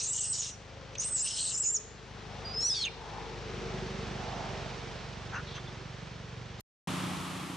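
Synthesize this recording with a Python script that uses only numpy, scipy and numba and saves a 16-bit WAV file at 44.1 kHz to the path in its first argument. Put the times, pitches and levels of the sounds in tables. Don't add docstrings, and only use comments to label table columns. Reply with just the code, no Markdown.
import sys
import numpy as np
from scipy import signal
from scipy.fft import rfft, irfft, next_fast_len
from scipy.io import wavfile
from scipy.ndimage import uniform_filter1d
from numba import njit

SR = 44100
rng = np.random.default_rng(int(sys.argv[2]) if len(sys.argv) > 2 else 0)


def wav_record(signal):
    frames = np.transpose(np.atleast_2d(signal))
    bounded = np.clip(frames, -1, 1)
    quanta = np.round(bounded * 32767).astype(np.int16)
    wavfile.write(sys.argv[1], SR, quanta)


def gain_from_db(level_db):
    decades = np.asarray(level_db, float) / 20
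    return 10 ** decades


N = 333396
TIME = np.arange(N) / SR
SIDES = np.array([[1], [-1]])
CUT_S = 6.6


def columns(rows, size=150):
    s, *cols = np.transpose(rows)
    return [uniform_filter1d(np.interp(TIME, s, c), size) for c in cols]


def gate(t0, t1, fade):
    return np.clip(np.minimum(TIME - t0, t1 - TIME) / fade, 0, 1)


def bump(s, half):
    return np.exp(-((TIME - s) / half) ** 2)


def bumps(rows):
    return sum(db * bump(s, half) for s, half, db in rows)


def unit(x):
    return x / np.sqrt(np.mean(x ** 2))


def noise():
    return rng.standard_normal(N)


def walk(rate, size=N):
    k = max(int(SR / rate), 1)
    held = np.repeat(rng.standard_normal(size // k + 1), k)
    return unit(uniform_filter1d(uniform_filter1d(held, k), k)[:size])


def colour(x, points, size=8192):
    hz, db = np.transpose(points)
    bins = np.arange(size // 2 + 1) * SR / size
    c = irfft(np.log(gain_from_db(np.interp(np.log(bins + 1), np.log(hz), db))))
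    c[1:size // 2] *= 2
    c[size // 2 + 1:] = 0
    return signal.fftconvolve(x, irfft(np.exp(rfft(c))))[:N]


@njit
def svf(x, hz, width):
    y, b, l = np.empty(len(x)), 0., 0.
    for i in range(len(x)):
        g, k = np.tan(np.pi * hz[i] / SR), width / hz[i]
        v = (b + g * (x[i] - l)) / (1 + g * (g + k))
        b, l, y[i] = 2 * v - b, l + 2 * g * v, k * v
    return y


def band(x, hz, width):
    hz = np.clip(hz + np.zeros(len(x)), 20, .45 * SR)
    return unit(svf(svf(x, hz, 1. * width), hz, 1. * width))


def spread(make, side_db):
    return make() + gain_from_db(side_db) * make() * SIDES


def panned(x, rows):
    return x * gain_from_db(columns(rows)[0] / 2 * SIDES)


def voice_curves():
    # (time [s], whistle [Hz], level [dB], chaos [0-1])
    shriek1 = [
        [(0, 5600, -30.5, 0.6), (.017, 6110, -37.5, 0.57), (.03, 6300, -35, 0.33), (.045, 6290, -34, .55),
         (.06, 6470, -32.5, 0.3), (.066, 6450, -32.5, 0.37), (.072, 7298, -33.5, 0.44),
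         (.088, 7680, -31.5, 0.17), (.098, 7300, -30, 0.46)],
        [(.11, 7900, -32, 0.17), (.128, 7890, -33, .3), (.142, 7200, -35, 0.65), (.168, 7040, -32, 0.5),
         (.185, 7320, -36.5, 0.62), (.21, 7970, -32.5, .45), (.222, 7580, -35.5, .35), (.232, 8050, -32, 0.4),
         (.26, 7907, -35, 0.59)],
        [(.29, 8340, -34.5, 0.17), (.328, 8000, -29, 0.15), (.34, 7406, -40.5, 0.96), (.375, 7200, -40, 0.7),
         (.405, 6863, -30.5, 0.3), (.428, 6400, -38.5, 0.75), (.44, 5600, -37, 0.7), (.49, 6700, -38, 0.84),
         (.512, 5977, -35, 0.85)],
        [(.52, 5650, -40, 0.17), (.532, 5920, -37, 0.14), (.55, 5630, -40, 0.2), (.575, 5670, -48, 0.2),
         (.72, 5760, -67, .3)],
    ]
    shriek2 = [
        [(.972, 5870, -63, .05), (.982, 6560, -41.5, .05), (.985, 6020, -26, 0.14), (.988, 5720, -43, .05),
         (.993, 5840, -35.5, .05), (.999, 6222, -23, .05), (1.005, 6680, -31.5, 0.2),
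         (1.028, 6750, -37.5, 0.36), (1.042, 7500, -36.5, .6)],
        [(1.048, 8075, -34.5, .2), (1.06, 8350, -32, .15), (1.075, 8480, -34, 0.33), (1.095, 8300, -38, 0.53),
         (1.108, 8310, -36.5, 0.15), (1.15, 7930, -26.5, .05), (1.18, 7400, -33, .35), (1.2, 7650, -30, 0.36),
         (1.217, 7040, -29, .12)],
        [(1.225, 7960, -30.5, 0.13), (1.26, 8820, -33.5, 0.38), (1.29, 8570, -41, .95),
         (1.35, 8500, -41.5, .95), (1.395, 8290, -35, 0.89), (1.42, 8330, -33, .4), (1.49, 7725, -34.5, 0.45),
         (1.53, 7350, -36, 0.48), (1.562, 6970, -29.5, .2)],
        [(1.578, 7550, -30, .35), (1.595, 7150, -33, 0.39), (1.61, 7910, -27, 0), (1.635, 7050, -34, 0.29),
         (1.675, 6920, -25.5, 0.21), (1.7, 7050, -26, 0.12), (1.73, 7570, -32.5, 0.05)],
        [(1.741, 7400, -34.5, .15), (1.746, 6950, -26, .1), (1.764, 6530, -24.5, 0.06),
         (1.77, 5700, -31.5, 0.22), (1.779, 5300, -39.5, 0.02), (1.79, 5125, -68.5, 0.06)],
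    ]
    squeal_path = [
        [(2.445, 4810, -56, 0.05), (2.458, 4830, -43, 0.05), (2.53, 4880, -47.5, 0.08),
         (2.552, 5120, -35.5, .08), (2.562, 5085, -37.5, 0.06), (2.578, 5095, -31, 0.07),
         (2.6, 5240, -29.5, 0.01), (2.608, 5550, -30.5, 0.13), (2.618, 5290, -30.5, 0.07)],
        [(2.665, 5873, -25.5, 0.05), (2.69, 5895, -29.5, .05), (2.706, 5120, -26.5, .06),
         (2.742, 5070, -30.5, .05), (2.748, 4710, -31.5, 0.21), (2.8, 4398, -34, 0.08),
         (2.833, 4170, -30, 0.11), (2.864, 2751, -35.5, 0.26), (2.882, 2330, -36, 0.15)],
    ]
    return columns(np.vstack(shriek1 + shriek2 + squeal_path), size=60)


def folds():
    hz, level_db, chaos = voice_curves()
    chaos = np.clip(chaos, 0, 1)
    scatter_hz = chaos * (700 * walk(2500) + 130 * walk(250))
    return hz, level_db, chaos, 2 * np.pi * np.cumsum(hz + scatter_hz) / SR


def flutter(depth_db, rate):
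    return gain_from_db(-depth_db * np.maximum(walk(rate), 0) ** 2)


def crackle(size=N):
    return rng.standard_normal(size) * gain_from_db(3.5 * walk(2500, size=size) + walk(150, size=size))


def ring(modes, patchy_db=2.5, size=2 * SR):
    total = 0
    for hz, width, db in modes:
        level = gain_from_db((db + np.zeros(N))[:size] + patchy_db * walk(29.67, size=size))
        moving_hz = hz * (1 + 0.032 * walk(14, size=size))
        total = total + level * band(crackle(size=size), moving_hz, width)
    return np.pad(unit(total), (0, N - size))


def smear(hz):
    modes = []
    for f in np.arange(5700, 9600, 650):
        fall_db = np.maximum(-6.5 * np.abs(f - hz + 300) / 1000, -13)
        modes.append((f, 520, fall_db - 3.6 * (f > 8800)))
    return ring(modes, patchy_db=-0.2)


def rasp_levels(level_db, chaos):
    # (start [s], low throat [dB], mid throat [dB], mouth [dB])
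    posture = [(0, -47.5, -42, -44), (.065, -48.5, -44, -50), (.135, -49, -47.5, -49),
               (.215, -46, -58, -38), (.3, -46.5, -49, -42.5), (.335, -48.5, -46.5, -39.5),
               (.39, -48, -44.5, -46.5), (0.516, -48, -61.5, -62), (1.0, -44.5, -45, -43.5),
               (1.05, -51.5, -51.5, -41.5), (1.16, -47.5, -47, -40), (1.245, -45, -44, -36),
               (1.378, -44, -40.5, -44), (1.46, -48.5, -40.5, -44.5), (1.53, -55, -57.5, -43),
               (1.6, -53, -61.5, -48.5)]
    starts, *levels = np.transpose(posture)
    now = np.clip(np.searchsorted(starts, TIME, side="right") - 1, 0, None)
    held = uniform_filter1d(np.array(levels)[:, now], 1200, axis=1)
    growth_db = np.array([[12], [13], [10]]) * np.log10(np.clip(chaos, .01, 1))
    return held + growth_db + np.minimum(level_db + 37.5, 0)


def shrieks(hz, high_db, chaos, phase):
    # (centre [Hz], width [Hz], level [dB])
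    low_throat = [(2883, 420, 7.5), (3320, 820, -0.5)]
    mid_throat = [(4330, 1900, 3), (3860, 690, -0.5)]
    mouth = [(5216, 260, -4.5), (5600, 2400, -2.5)]
    # (time [s], half length [s], loss [dB])
    gulps = [(.057, .002, 7), (0.202, .003, 5), (0.29, .004, 3.5), (.414, .003, 8.5), (1.03, .003, 6),
             (1.104, .005, 5), (1.212, .002, 5), (1.233, .002, 5.5), (1.558, .003, 6), (1.569, .003, 7.5),
             (1.593, .004, 7.5), (1.613, .003, 8.5), (1.633, .004, 5.5), (1.684, .002, 6), (1.697, .003, 7),
             (1.714, .002, 8), (1.721, .003, 6)]
    low_db, mid_db, mouth_db = rasp_levels(high_db, chaos)
    tone = np.sqrt(2) * np.sin(phase) * gain_from_db(1.0 * walk(130)) * flutter(0.74 + 2.6 * chaos, 260)
    share = np.clip(0.0053 + 1.7 * chaos ** 1.67, 0, 1)
    high = np.sqrt(1 - share) * tone + np.sqrt(share) * smear(hz)
    voice = gain_from_db(high_db) * high + gain_from_db(low_db) * ring(low_throat)
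    voice = voice + gain_from_db(mid_db) * ring(mid_throat, patchy_db=0.2)
    voice = voice + gain_from_db(mouth_db) * ring(mouth, patchy_db=4.0)
    return voice * gain_from_db(-bumps(gulps)) * (gate(-1, 0.57, 0.15) + gate(0.93, 1.79, .006))


def grove(voice):
    tails = rng.standard_normal((2, SR // 2)) * gain_from_db(-60 * TIME[:SR // 2] / 0.47)
    return signal.fftconvolve(voice[None], tails, axes=1)[:, :N] * gain_from_db(-45.0)


def rustles():
    # (time [s], length [s], centre [Hz], width [Hz], level [dB])
    puffs = [(0, 0.091, 8150, 500, -41), (0.12, 0.03, 7000, 500, -40), (0.202, 0.037, 6240, 400, -35.5),
             (0.324, .05, 5560, 700, -38), (0.428, 0.031, 5600, 400, -41), (.9495, .018, 2800, 1503, -43.5),
             (.9496, 0.0089, 6300, 1800, -47), (.954, 0.0098, 3690, 700, -50),
             (.996, 0.039, 8730, 400, -44.5), (.998, 0.064, 5900, 350, -40), (1.195, .04, 5230, 130, -39.5),
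             (1.252, .07, 5940, 900, -42.5), (1.299, 0.079, 5310, 150, -45), (1.35, .12, 4280, 500, -41),
             (1.356, 0.073, 5900, 900, -43), (1.429, 0.1, 4200, 800, -42), (1.529, .04, 5250, 120, -40),
             (1.62, 0.043, 5210, 150, -45), (1.63, 0.07, 2600, 500, -52.5),
             (2.698, 0.056, 8860, 400, -50.5), (2.719, .025, 7600, 150, -50),
             (2.742, 0.025, 4300, 1800, -39), (2.781, 0.026, 4300, 1800, -41),
             (2.793, .05, 6500, 150, -48.5), (2.845, .025, 6400, 500, -40), (5.316, .11, 1440, 430, -36.5),
             (5.32, 0.073, 880, 290, -46.5), (5.326, 0.072, 6070, 700, -54),
             (5.338, 0.068, 2750, 200, -48.5), (5.436, 0.16, 3700, 1500, -51), (5.49, 0.13, 3470, 90, -54),
             (5.54, 0.06, 3100, 1400, -45.5), (5.541, 0.051, 6100, 600, -54),
             (5.547, 0.059, 1300, 800, -46), (5.578, 0.031, 3460, 150, -52), (5.666, .025, 3500, 150, -46),
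             (7.4, .02, 3403, 710, -50)]
    # (start [s], end [s], from [Hz], to [Hz],
    # level [dB])
    squeak = (.959, 0.76, 5900, 9400, -50)
    out = np.zeros((2, N))
    t = TIME[:SR // 8]
    for s, length, hz, width, db in puffs:
        start = int(s * SR)
        swell = np.sin(np.pi * np.clip(t / length, 0, 1) ** 0.814) ** 1.5
        lump = spread(lambda: band(rng.standard_normal(len(t)), hz, width), -12.5)
        out[:, start:start + len(t)] += gain_from_db(db) * swell * lump
    t0, t1, from_hz, to_hz, db = squeak
    glide = np.sin(2 * np.pi * np.cumsum(np.interp(TIME, [t0, t1], [from_hz, to_hz])) / SR)
    return out + gain_from_db(db) * gate(t0, t1, 0.0026) * flutter(5.7, 400) * glide


def engine(hz, start, exhaust, scatter_db):
    turns = start + np.cumsum(hz * (1 + .003 * walk(25))) / SR
    pulses = np.diff(np.floor(turns), prepend=np.floor(start)) * gain_from_db(scatter_db * walk(30))
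    echoes = rng.standard_normal(SR // 8) * gain_from_db(-38.5 - 60 * TIME[:SR // 8] / 0.34)
    echoes[0] = 1
    return unit(colour(signal.fftconvolve(pulses, echoes)[:N], exhaust)), turns


def roar(points, cycle, gating):
    # (frequency [Hz], left-right correlation [0-1])
    likeness = [(30, 0.95), (70, 0.79), (250, 0.78), (600, 0.58), (1400, 0.63), (3000, 0.86), (9000, 0.3)]
    side = [(f, 10 * np.log10((1 - np.clip(c, 0, .99)) / (1 + c))) for f, c in likeness]
    puff = (1 + gating * np.exp(-cycle / 0.22)) * gain_from_db(0.35 * walk(9))
    mid = colour(noise() * puff, points)
    both = mid + colour(colour(noise() * puff, points), side) * SIDES
    return both / np.sqrt(np.mean(mid ** 2))


def drive_by():
    # (level when nearest [dB], share of the 1 / distance law, gain once the tail pipe faces us [dB])
    bike_layers = [
        (-48.5, .9, -2),
        (-45, 0.31, 2.5),
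        (-50, 0.86, -1.5),
        (-55, 0.6, -2.5),
        (-54, 0.5, -1),
    ]
    # (time [s], half length [s], centre [Hz], lift [dB])
    booms = [
        (2.299, 0.35, 779, 6),
        (3.15, 0.23, 877, 13.5),
        (3.656, 0.16, 685.7, 7.5),
        (4.47, 0.55, 734, 15),
    ]
    # (time [s], half length [s], lift [dB])
    throttle = [
        (0.748, 0.2, 1),
        (2.447, 0.2, 5),
        (3.735, 0.36, 6.5),
        (4.6, 0.098, 1),
    ]
    throttle_shares = (0.24, 0.48, 1, .2, 0.12)
    firing_hz, speed_m_s, passes_s, kerb_m, boom_rest_hz = 24.38, 16.5, 3.78, 15.5, 780
    along = speed_m_s * (TIME - passes_s)
    distance = np.hypot(along, kerb_m)
    surge_db = bumps(throttle)
    levels = []
    for (db, law, rear_db), answer in zip(bike_layers, throttle_shares):
        distance_db = law * 20 * np.log10(kerb_m / distance)
        levels.append(db + distance_db + rear_db * along / distance + answer * surge_db)
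    boom_db = sum(db * bump(s, half) for s, half, hz, db in booms)
    levels[3] = levels[3] + boom_db
    levels[4] = levels[4] + 0.15 * boom_db
    boom_hz = boom_rest_hz + sum((hz - boom_rest_hz) * bump(s, half) for s, half, hz, db in booms)
    return firing_hz * (1 - speed_m_s / 343 * along / distance), levels, boom_hz


def lifted(thump):
    # (time [s], half length [s], centre [Hz], width [Hz], level [dB])
    lifts = [(0.301, 0.65, 120, 142, -4), (2.15, 0.31, 131, 140, -4.5), (2.306, 0.41, 202.6, 49.8, -8.5),
             (3.65, 0.36, 150, 30.09, -7), (3.9, 0.49, 211.1, 39.6, -5), (3.75, 0.18, 500, 200, -13),
             (4.2, 0.14, 121, 25.1, -9.5), (4.7, 0.16, 96, 25, -18), (5.05, 0.13, 230, 50.3, -13.5),
             (5.3, .15, 94, 40, -6), (5.65, 0.23, 141, 25, -10.5), (6.098, .2, 169.3, 40, -14),
             (6.435, 0.1, 119.6, 30, -8.5)]
    out = gain_from_db(-3.0) * thump
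    for s, half, hz, width, db in lifts:
        pick = signal.butter(1, [hz - width / 2, hz + width / 2], "band", fs=SR, output="sos")
        out = out + gain_from_db(db) * bump(s, half) * unit(signal.sosfilt(pick, thump))
    return out


def passing_bike():
    # (frequency [Hz], level [dB])
    exhaust_shape = [(25, -34.5), (50, -24.5), (72, -1), (125, 5.5), (200, -5), (260, -19.5), (400, -21),
                     (700, -23), (2000, -64.5), (6000, -84.5)]
    # (frequency [Hz], level [dB per Hz])
    road_shape = [(35, -36.5), (60, -12), (128, -5), (305, -15), (480, -14), (740, -16.5), (1260, -17),
                  (3460, -21.5), (5990, -27.5), (9330, -47.5), (12000, -72)]
    # (centre [Hz], width [Hz], level [dB])
    frame_modes = [(385.6, 50, 2), (447.3, 53, 3), (534, 65, -7)]
    hz, (deep_db, exhaust_db, frame_db, boom_db, road_db), boom_hz = drive_by()
    thump, turns = engine(hz, 0.304, exhaust_shape, 0.65)
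    deep = np.sqrt(2) * np.sin(4 * np.pi * turns + .2 * SIDES)
    turn_db = -3 * np.tanh((TIME - 3.2) / 0.31) * (1 - gate(3.56, 9, 0.35) * .6)
    shaken = noise() + 0.087 * unit(np.gradient(thump))
    frame = gain_from_db(-12.5) * band(noise(), 450, 250) * SIDES
    for f, width, db in frame_modes:
        level = gain_from_db(db + turn_db * (f - 430) / 50 + 2.6 * walk(2.987))
        frame = frame + level * band(shaken, f * (1 + 0.015 * walk(1.5)), width)
    boom = spread(lambda: band(noise(), boom_hz, 340), -9.5) * gain_from_db(2.0 * walk(8))
    engine_note = gain_from_db(deep_db + 1.7) * deep + gain_from_db(exhaust_db + 1.0) * lifted(thump)
    body = gain_from_db(frame_db - 4.0) * frame + gain_from_db(boom_db - 2.0) * boom
    return engine_note + body + gain_from_db(road_db + 11.5) * roar(road_shape, turns % 1, 0.25)


def lagged(x):
    upper = signal.sosfilt(signal.butter(1, 350, "high", fs=SR, output="sos"), x.mean(axis=0))
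    size = next_fast_len(N)
    quarter_turn = irfft(1j * rfft(upper, size), size)[:N]
    return x + gain_from_db(-17.5) * quarter_turn * SIDES


def squeal(hz, level_db, chaos, phase):
    # (time [s], step [Hz], coupling into the tone above [dB], into the tone below [dB])
    second = [(2.605, 1100, -14.5, -20.5), (2.625, 1303, -11.5, -15), (2.65, 1490, -16, -12.5),
              (2.685, 1620, -20, -13.5), (2.712, 1747, -30, -18.5), (2.73, 1299, -28.5, -15.5),
              (2.75, 996, -13, -3), (2.763, 980, -7.5, -3.5), (2.768, 1116, -10, -4), (2.78, 1116, -3, -7),
              (2.81, 1073, -9, -9.5), (2.845, 599.6, -18.5, -11)]
    # (time [s], half length [s], loss [dB])
    catches = [(2.557, .002, 9.5), (2.602, .002, 13), (2.613, 0.0018, 9.5), (2.622, 0.0047, 4.5),
               (2.646, 0.001, 9), (2.675, .004, 7), (2.695, .002, 10), (2.702, 0.0014, 9.5),
               (2.712, .002, 4.5), (2.723, .002, 4), (2.743, .003, 8), (2.8, .003, 5.5), (2.836, 0.0036, 5)]
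    step_hz, over_db, under_db = columns(second)
    onset_db = 32 * (gate(2.592, 2.86, 0.016) - 1)
    under_db, over_db, far_db = under_db + onset_db, over_db + onset_db, -23 + onset_db
    step = 2 * np.pi * np.cumsum(step_hz + 45 * walk(500)) / SR
    second_under = gain_from_db(-12.0 - 3 * gate(2.7, 3, .03)) * np.sin(phase - 2 * step)
    under = gain_from_db(under_db) * flutter(2.8, 500) * (np.sin(phase - step) + second_under)
    over = gain_from_db(over_db + 0.5) * flutter(1.8, 160) * np.sin(phase + step)
    over = over + gain_from_db(far_db) * flutter(5.4, 90) * np.sin(phase + 2 * step)
    slow_depth_db = 2.1 * gate(2.52, 2.82, 0.052) - 1.5 * gate(2.4, 4.0, .01)
    unsteady = gain_from_db(0.91 * walk(130)) * flutter(slow_depth_db, 230)
    unsteady = unsteady * flutter(7.0 * gate(2.742, 3.3, .01), 600)
    tone = unsteady * np.sin(phase) * gain_from_db(-bumps(catches))
    tones = (tone + under + over) / np.sqrt(0.4 + gain_from_db(2 * under_db) / 2 + gain_from_db(2 * over_db) / 2)
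    rasp = gain_from_db(-17.5 + 19 * chaos) * band(crackle(), hz + 1500, 6000) * gate(2.556, 2.93, 0.1)
    return gain_from_db(level_db) * (tones + rasp) * gate(2.445, 2.89, 0.0076)


def ducking(calls):
    keep = np.exp(-1 / (0.4 * SR))
    loud = signal.lfilter([1 - keep], [1, -keep], calls ** 2, zi=[gain_from_db(2 * -36)])[0]
    return (1 + uniform_filter1d(loud, 3000, origin=1400) / gain_from_db(2 * -41)) ** (-.8 / 2)


def starved(x):
    under_db, chance, hole_db = -24, .22, -25
    hz, _, z = signal.stft(x, SR, nperseg=1024)
    power = uniform_filter1d(np.abs(z[0] + z[1]) ** 2, 3, axis=1)
    weak = (power < gain_from_db(2 * under_db) * power[hz > 2000].max(axis=0)) & (hz[:, None] > 2000)
    draws = rng.random((len(hz), power.shape[1] // 9 + 2)) < chance
    turn = (np.arange(power.shape[1]) + rng.integers(0, 9, (len(hz), 1))) // 9
    dropped = np.repeat(np.take_along_axis(draws, turn, axis=1), 2, axis=0)[:len(hz)]
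    return signal.istft(z * np.where(weak & dropped, gain_from_db(hole_db), 1), SR, nperseg=1024)[1][:, :N]


def first_shot():
    # (time [s], left minus right [dB])
    heading = [
        (0, 0),
        (.5, -.7),
        (1, -0.5),
        (1.5, 1.5),
        (1.8, -2),
        (2.5, 1),
        (2.9, -1),
    ]
    # (time [s], left minus right [dB])
    bearing = [
        (0, 2.5),
        (2.2, 3.1),
        (3.3, 2.5),
        (4.1, -1),
        (4.8, -1.4),
        (6.5, -0.8),
    ]
    whistle = folds()
    calls = shrieks(*whistle) + squeal(*whistle)
    aside = gain_from_db(-15.0) * (np.roll(calls, 41) + np.roll(calls, 131)) * SIDES
    cries = panned(calls, heading) + aside + grove(calls)
    sound = cries + rustles() + ducking(calls) * panned(lagged(passing_bike()), bearing)
    limited = .085 * np.tanh(sound / .085)
    narrow = signal.ellip(10, .2, 80, 9350, fs=SR, output="sos")
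    return signal.sosfilt(narrow, starved(limited)) * gate(-1, CUT_S, 0.00047)


def cut_hiss():
    tick = .12 * gate(-1, 0.0037, .003)
    burst = np.clip((TIME - CUT_S + .004) / .011, 0, 1) * gate(-1, CUT_S + 0.011, .002)
    return spread(noise, 1.86) * gain_from_db(-50) * (burst + tick)


def leaving_bike():
    # (frequency [Hz], level [dB])
    exhaust_shape = [(30, -32.5), (60, -19), (120, -8), (180, 4), (240, -13), (275, 0), (350, -8.5),
                     (500, -23.5), (1200, -41), (3000, -50), (8000, -86)]
    # (frequency [Hz], level [dB per Hz])
    road_shape = [(35, -63), (60, -21), (106, -9), (180, -12.5), (300, -12), (456, -24), (900, -17),
                  (1230, -15.5), (1550, -23), (3320, -23), (4950, -30.5), (9330, -35), (11500, -39),
                  (15000, -56)]
    restart_s, firing_hz = 6.874, 30.24
    thump, turns = engine(firing_hz + np.zeros(N), .26, exhaust_shape, 0.95)
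    exhaust_db = -38.5 - 13.5 * (TIME - restart_s)
    road_db = -41 - 8 * (TIME - restart_s)
    bike = gain_from_db(exhaust_db + 2.0) * thump + gain_from_db(road_db + 3.5) * roar(road_shape, turns % 1, 0.17)
    leaves = gain_from_db(-65.5) * spread(lambda: band(noise(), 7500, 6500), -8)
    return (bike + leaves) * gate(restart_s - .001, 7.562, 0.00033)


def scene():
    return first_shot() + cut_hiss() + leaving_bike()


def low_pass(x):
    return signal.sosfilt(signal.butter(12, 15300, fs=SR, output="sos"), x)


def record(dry):
    bass_cut = signal.butter(2, 30, "high", fs=SR, output="sos")
    return low_pass(signal.sosfilt(bass_cut, dry))


dry = scene()
out = record(dry)
wav_record(out)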